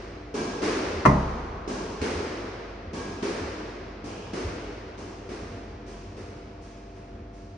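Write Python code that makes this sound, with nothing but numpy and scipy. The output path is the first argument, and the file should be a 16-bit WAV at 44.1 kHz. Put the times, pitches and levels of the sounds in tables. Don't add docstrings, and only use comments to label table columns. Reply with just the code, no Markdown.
import sys
import numpy as np
from scipy import signal
from scipy.fft import rfft, irfft, next_fast_len
from scipy.io import wavfile

SR = 44100
rng = np.random.default_rng(int(sys.argv[2]) if len(sys.argv) > 2 else 0)


def int16_out(signal):
    q = np.round(np.clip(np.atleast_2d(signal).T, -1, 1) * 32767)
    wavfile.write(sys.argv[1], SR, q.astype(np.int16))


N = 333837

# f/Hz, t60/s (the time to fade by 60 dB)
COURT_ECHO = [(60, 2.7), (200, 2.22), (450, 3.5), (1000, 3.5), (2200, 3.4), (4000, 2.86), (6000, 2.02),
              (9000, 1.27)]
# f/Hz, level/dB
STEREO_WIDTH = [(50, -57.5), (130, -24.5), (260, -20.5), (400, -11.5), (580, -5), (1000, -0.5), (2200, -4),
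                (4500, -1), (6500, -2), (7700, 14.5), (9000, 0)]


def amp(db):
    return 10 ** (np.asarray(db) / 20)


def along(points, hz):
    freqs, values = np.transpose(points)
    return np.interp(np.log(hz + 1), np.log(freqs), values)


def resonances(peaks, hz):
    gain = sum(amp(db) / (1 + ((hz - centre) / (width / 2)) ** 2) for centre, width, db in peaks)
    return 20 * np.log10(gain)


def add(track, s, sound):
    start = round(s * SR)
    part = sound[..., max(-start, 0):N - start]
    track[:, max(start, 0):max(start, 0) + part.shape[-1]] += part


def noise(colour, size):
    hz = np.fft.rfftfreq(size, 1 / SR)
    width = amp(along(STEREO_WIDTH, hz))
    gain = amp(colour(hz)) * (hz > 15)
    white = rfft(rng.standard_normal((2, size)))
    mid, side = irfft(white * gain * [np.ones_like(hz), width] / np.hypot(1, width), size)
    pair = np.array([mid + side, mid - side])
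    return pair / np.sqrt(np.mean(pair ** 2))


def burst(colour, t60, rise):
    t = np.arange(SR) / SR
    return noise(colour, size=SR) * amp(-60 * t / t60) * (1 - np.exp(-t / rise))


def tail(colour, decay, rise):
    hz, t, spectrum = signal.stft(noise(colour, size=3 * SR), SR, nperseg=512)
    fade = amp(-60 * t / along(decay, hz)[:, None])
    _, ring = signal.istft(spectrum * fade, SR, nperseg=512)
    age = np.arange(ring.shape[1]) / SR
    return ring * (1 - np.exp(-age / rise))


def gentleness(db, firm_db=-40.5):
    return max(firm_db - db, 0)


def hits(rows, colour, direct_db, early_t60):
    # f/Hz, level/dB
    early_colour = [(100, 6), (400, 4.5), (900, -11), (2500, -1.5), (6000, -2.5), (9000, -6)]
    tilt = [(200, 0.023), (600, -0.11), (4500, 0.57)]  # f/Hz, dB per dB of brightness
    out = np.zeros((2, N))
    for s, db, bright_db, early_db in rows:
        tilted = lambda hz: along(colour, hz) + bright_db * along(tilt, hz)
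        early = lambda hz: tilted(hz) + along(early_colour, hz)
        add(out, s, amp(db + early_db + direct_db) * burst(early, t60=0.13, rise=0.00091))
        add(out, s, amp(db + early_db) * burst(early, early_t60, rise=0.0018))
        add(out, s, amp(db) * tail(tilted, COURT_ECHO, rise=0.015))
    return out


def front_wall():
    # t/s, level/dB, share of early sound/dB
    smacks = [(-.35, -34, -6), (.617, -25, -6), (2.014, -28, 1.5), (3.225, -30, 1), (4.333, -33, .5),
              (5.289, -38.5, -0.5), (6.166, -43.5, 0), (6.941, -50.5, -5)]
    # f/Hz, level/dB
    smack_colour = [(50, -27), (140, -13), (250, -2), (420, 0.5), (540, -5.5), (700, -10.5), (1200, -11),
                    (2200, -15), (3500, -22.5), (5300, -19.5), (6700, -24), (7800, -24.5), (9000, -31)]
    rows = [(s, db, -1.1 - 0.39 * gentleness(db), early_db) for s, db, early_db in smacks]
    return hits(rows, smack_colour, direct_db=1, early_t60=0.61)


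def ventilation(air_db=-46, waver_db=2.0):
    # f/Hz, level/dB
    air_colour = [(20, -13), (35, -11.5), (50, -3.5), (95, 10), (140, -2), (250, -2), (400, -12.5),
                  (600, -9.5), (1000, -16), (2500, -26.5), (6000, -39), (9000, -57)]
    # f/Hz, level/dB, width of the pitch waver/Hz
    fan_tones = [(49.6, -49, 3.5), (209.8, -57.5, 6), (300, -53.5, 3.26), (383.4, -55, 5.4), (488, -58, 10),
                 (599, -66, 4.3), (682.5, -55.5, 3), (700, -63, 1.2)]
    out = amp(air_db) * noise(lambda hz: along(air_colour, hz), size=next_fast_len(N))[:, :N]
    t = np.arange(N) / SR
    wander = lambda: np.interp(t, np.linspace(0, t[-1], num=90), rng.standard_normal(size=90))
    for hz, db, width in fan_tones:
        phase = 2 * np.pi * np.cumsum(hz + width / 2 * wander()) / SR
        stereo_shift = np.arctan(amp(along(STEREO_WIDTH, hz))) * np.array([[1], [-1]])
        out += amp(db + waver_db * wander()) * np.sqrt(2) * np.sin(phase + stereo_shift)
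    return out


def racket():
    # t/s, level/dB, ping against stroke/dB
    strokes = [(.340, -29, -9), (1.676, -31, -13.5), (2.932, -33.5, -7), (4.040, -37, -17),
               (4.975, -40.5, -15), (5.863, -44.5, -19), (6.610, -52, -12), (7.326, -58, -10)]
    # f/Hz, level/dB
    thock_colour = [(50, -34), (130, -6), (200, -2), (280, -1.5), (410, -0.5), (580, -10.5), (1050, -9),
                    (1450, -16), (1950, -19), (2600, -17.5), (3700, -20.5), (5400, -16), (7700, -20.5),
                    (9000, -28.5)]
    # f/Hz, width/Hz, level/dB
    string_notes = [(802, 25, -11), (1110, 35, -5), (1595, 14, -1), (1654, 14, 1), (2320, 70, -11),
                    (2560, 50, -18)]
    # f/Hz, t60/s
    ping_decay = [(800, 2.0), (2500, 1.56)]
    rows = []
    for s, db, _ in strokes:
        bright_db = -7.5 + 1.15 * gentleness(db)
        early_db = -0.5 - 1.3 * gentleness(db)
        rows.append((s, db, bright_db, early_db))
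    out = hits(rows, thock_colour, direct_db=0.5, early_t60=0.2)
    for s, db, ping_db in strokes:
        ping = tail(lambda hz: resonances(string_notes, hz), ping_decay, rise=0.028)
        add(out, s, amp(db + ping_db) * ping)
    return out


def footsteps(scuff_width_hz=600):
    # t/s, level/dB
    steps = [(0.861, -34.5), (.955, -35.5), (2.003, -32), (2.148, -34), (2.862, -41.5), (3.41, -32),
             (4.444, -30), (5.419, -35.5), (5.532, -34.5), (7.148, -40)]
    # f/Hz, level/dB
    board_colour = [(25, -27.5), (50, -6.5), (85, 6), (130, -14), (250, -9), (600, -31), (2000, -31),
                    (8000, -71.5)]
    # t/s, f/Hz, level/dB
    scuffs = [(4.06, 2600, -53), (4.129, 3050, -55), (5.871, 2500, -62.5), (6.66, 2540, -66)]
    out = np.zeros((2, N))
    for s, db in steps:
        add(out, s, amp(db) * burst(lambda hz: along(board_colour, hz), t60=0.6, rise=0.007))
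    for s, centre, db in scuffs:
        scuff = tail(lambda hz: resonances([(centre, scuff_width_hz, 0)], hz), COURT_ECHO, rise=0.02)
        add(out, s, amp(db) * scuff)
    return out


def glass_wall(bang_s=1.052):
    # f/Hz, level/dB, t60/s
    glass_notes = [(37, -28, 1.7), (66, -23, 1.5), (134, -21, .7), (168, -21, .45), (200, -16.5, .55),
                   (264, -27, .6), (284, -28, .6), (322, -28, .5), (395, -23, .45), (500, -30, .7),
                   (603, -22, .48), (650, -30, .6), (738, -29, .42), (908, -27, .42), (1030, -17, .36),
                   (1078, -26, .5), (1160, -28, .3), (1235, -26, .3), (1440, -28, .18), (1816, -29, .25),
                   (1973, -29, .42), (2095, -23, .17), (2430, -33, .15)]
    # f/Hz, t60/s
    pane_decay = [(100, 1), (250, 0.48), (1000, 0.92), (2000, 0.3), (6000, 0.31)]
    # t/s, level/dB
    door_knocks = [(1.0524, -8.5), (1.0585, -3), (1.0640, -7.5), (1.0720, -16)]
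    # f/Hz, level/dB
    bang_colour = [(40, -34), (115, -3.5), (175, 2.5), (300, -3), (460, -18), (640, -4.5), (780, -10.5),
                   (1020, -9), (1400, -17), (1630, -22), (1900, -18), (3000, -34.5), (6000, -31),
                   (9000, -43)]
    rattle_colour = [(100, -10), (500, 6), (780, 4.5), (1000, 15.5), (1400, 7.5), (1630, -4), (1820, 7.5),
                     (2150, -38), (2600, -7.5), (3400, -27), (6000, -18.5), (9000, -30)]
    echo_colour = [(40, -15), (200, 11.5), (500, -1.5), (1100, 5.5), (2000, -14.5), (3200, -64),
                   (6000, -18), (9000, -28.5)]
    out = np.zeros((2, N))
    t = np.arange(3 * SR) / SR
    for hz, db, t60 in glass_notes:
        age = np.maximum(t - 0.0083 * np.sqrt(200 / hz), 0)
        sides = rng.choice([-1, 1]) * np.array([[1], [-1]])
        stereo_shift = np.arctan(amp(along(STEREO_WIDTH, hz))) * sides
        loudness = amp(db - 60 * age / t60) * (1 - np.exp(-age / 0.0013))
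        add(out, bang_s, loudness * np.sin(2 * np.pi * hz * age + stereo_shift))
    add(out, bang_s, amp(-17) * tail(lambda hz: along(bang_colour, hz), pane_decay, rise=0.0023))
    for s, db in door_knocks:
        add(out, s, amp(db) * burst(lambda hz: along(rattle_colour, hz), t60=0.027, rise=0.00042))
    add(out, bang_s, amp(-31) * tail(lambda hz: along(echo_colour, hz), COURT_ECHO, rise=0.021))
    return out


def scene():
    return racket() + front_wall() + glass_wall() + footsteps() + ventilation()


def record(dry):
    ceiling, top_hz = 0.88, 9700
    rounded = dry / (1 + np.abs(dry / ceiling) ** 6) ** (1 / 6)
    size = next_fast_len(N + SR // 2)
    hz = np.fft.rfftfreq(size, 1 / SR)
    treble_cut = 1 / np.sqrt(1 + (hz / top_hz) ** 160)
    return irfft(rfft(rounded, size) * treble_cut, size)[:, :N]


dry = scene()
out = record(dry)
int16_out(out)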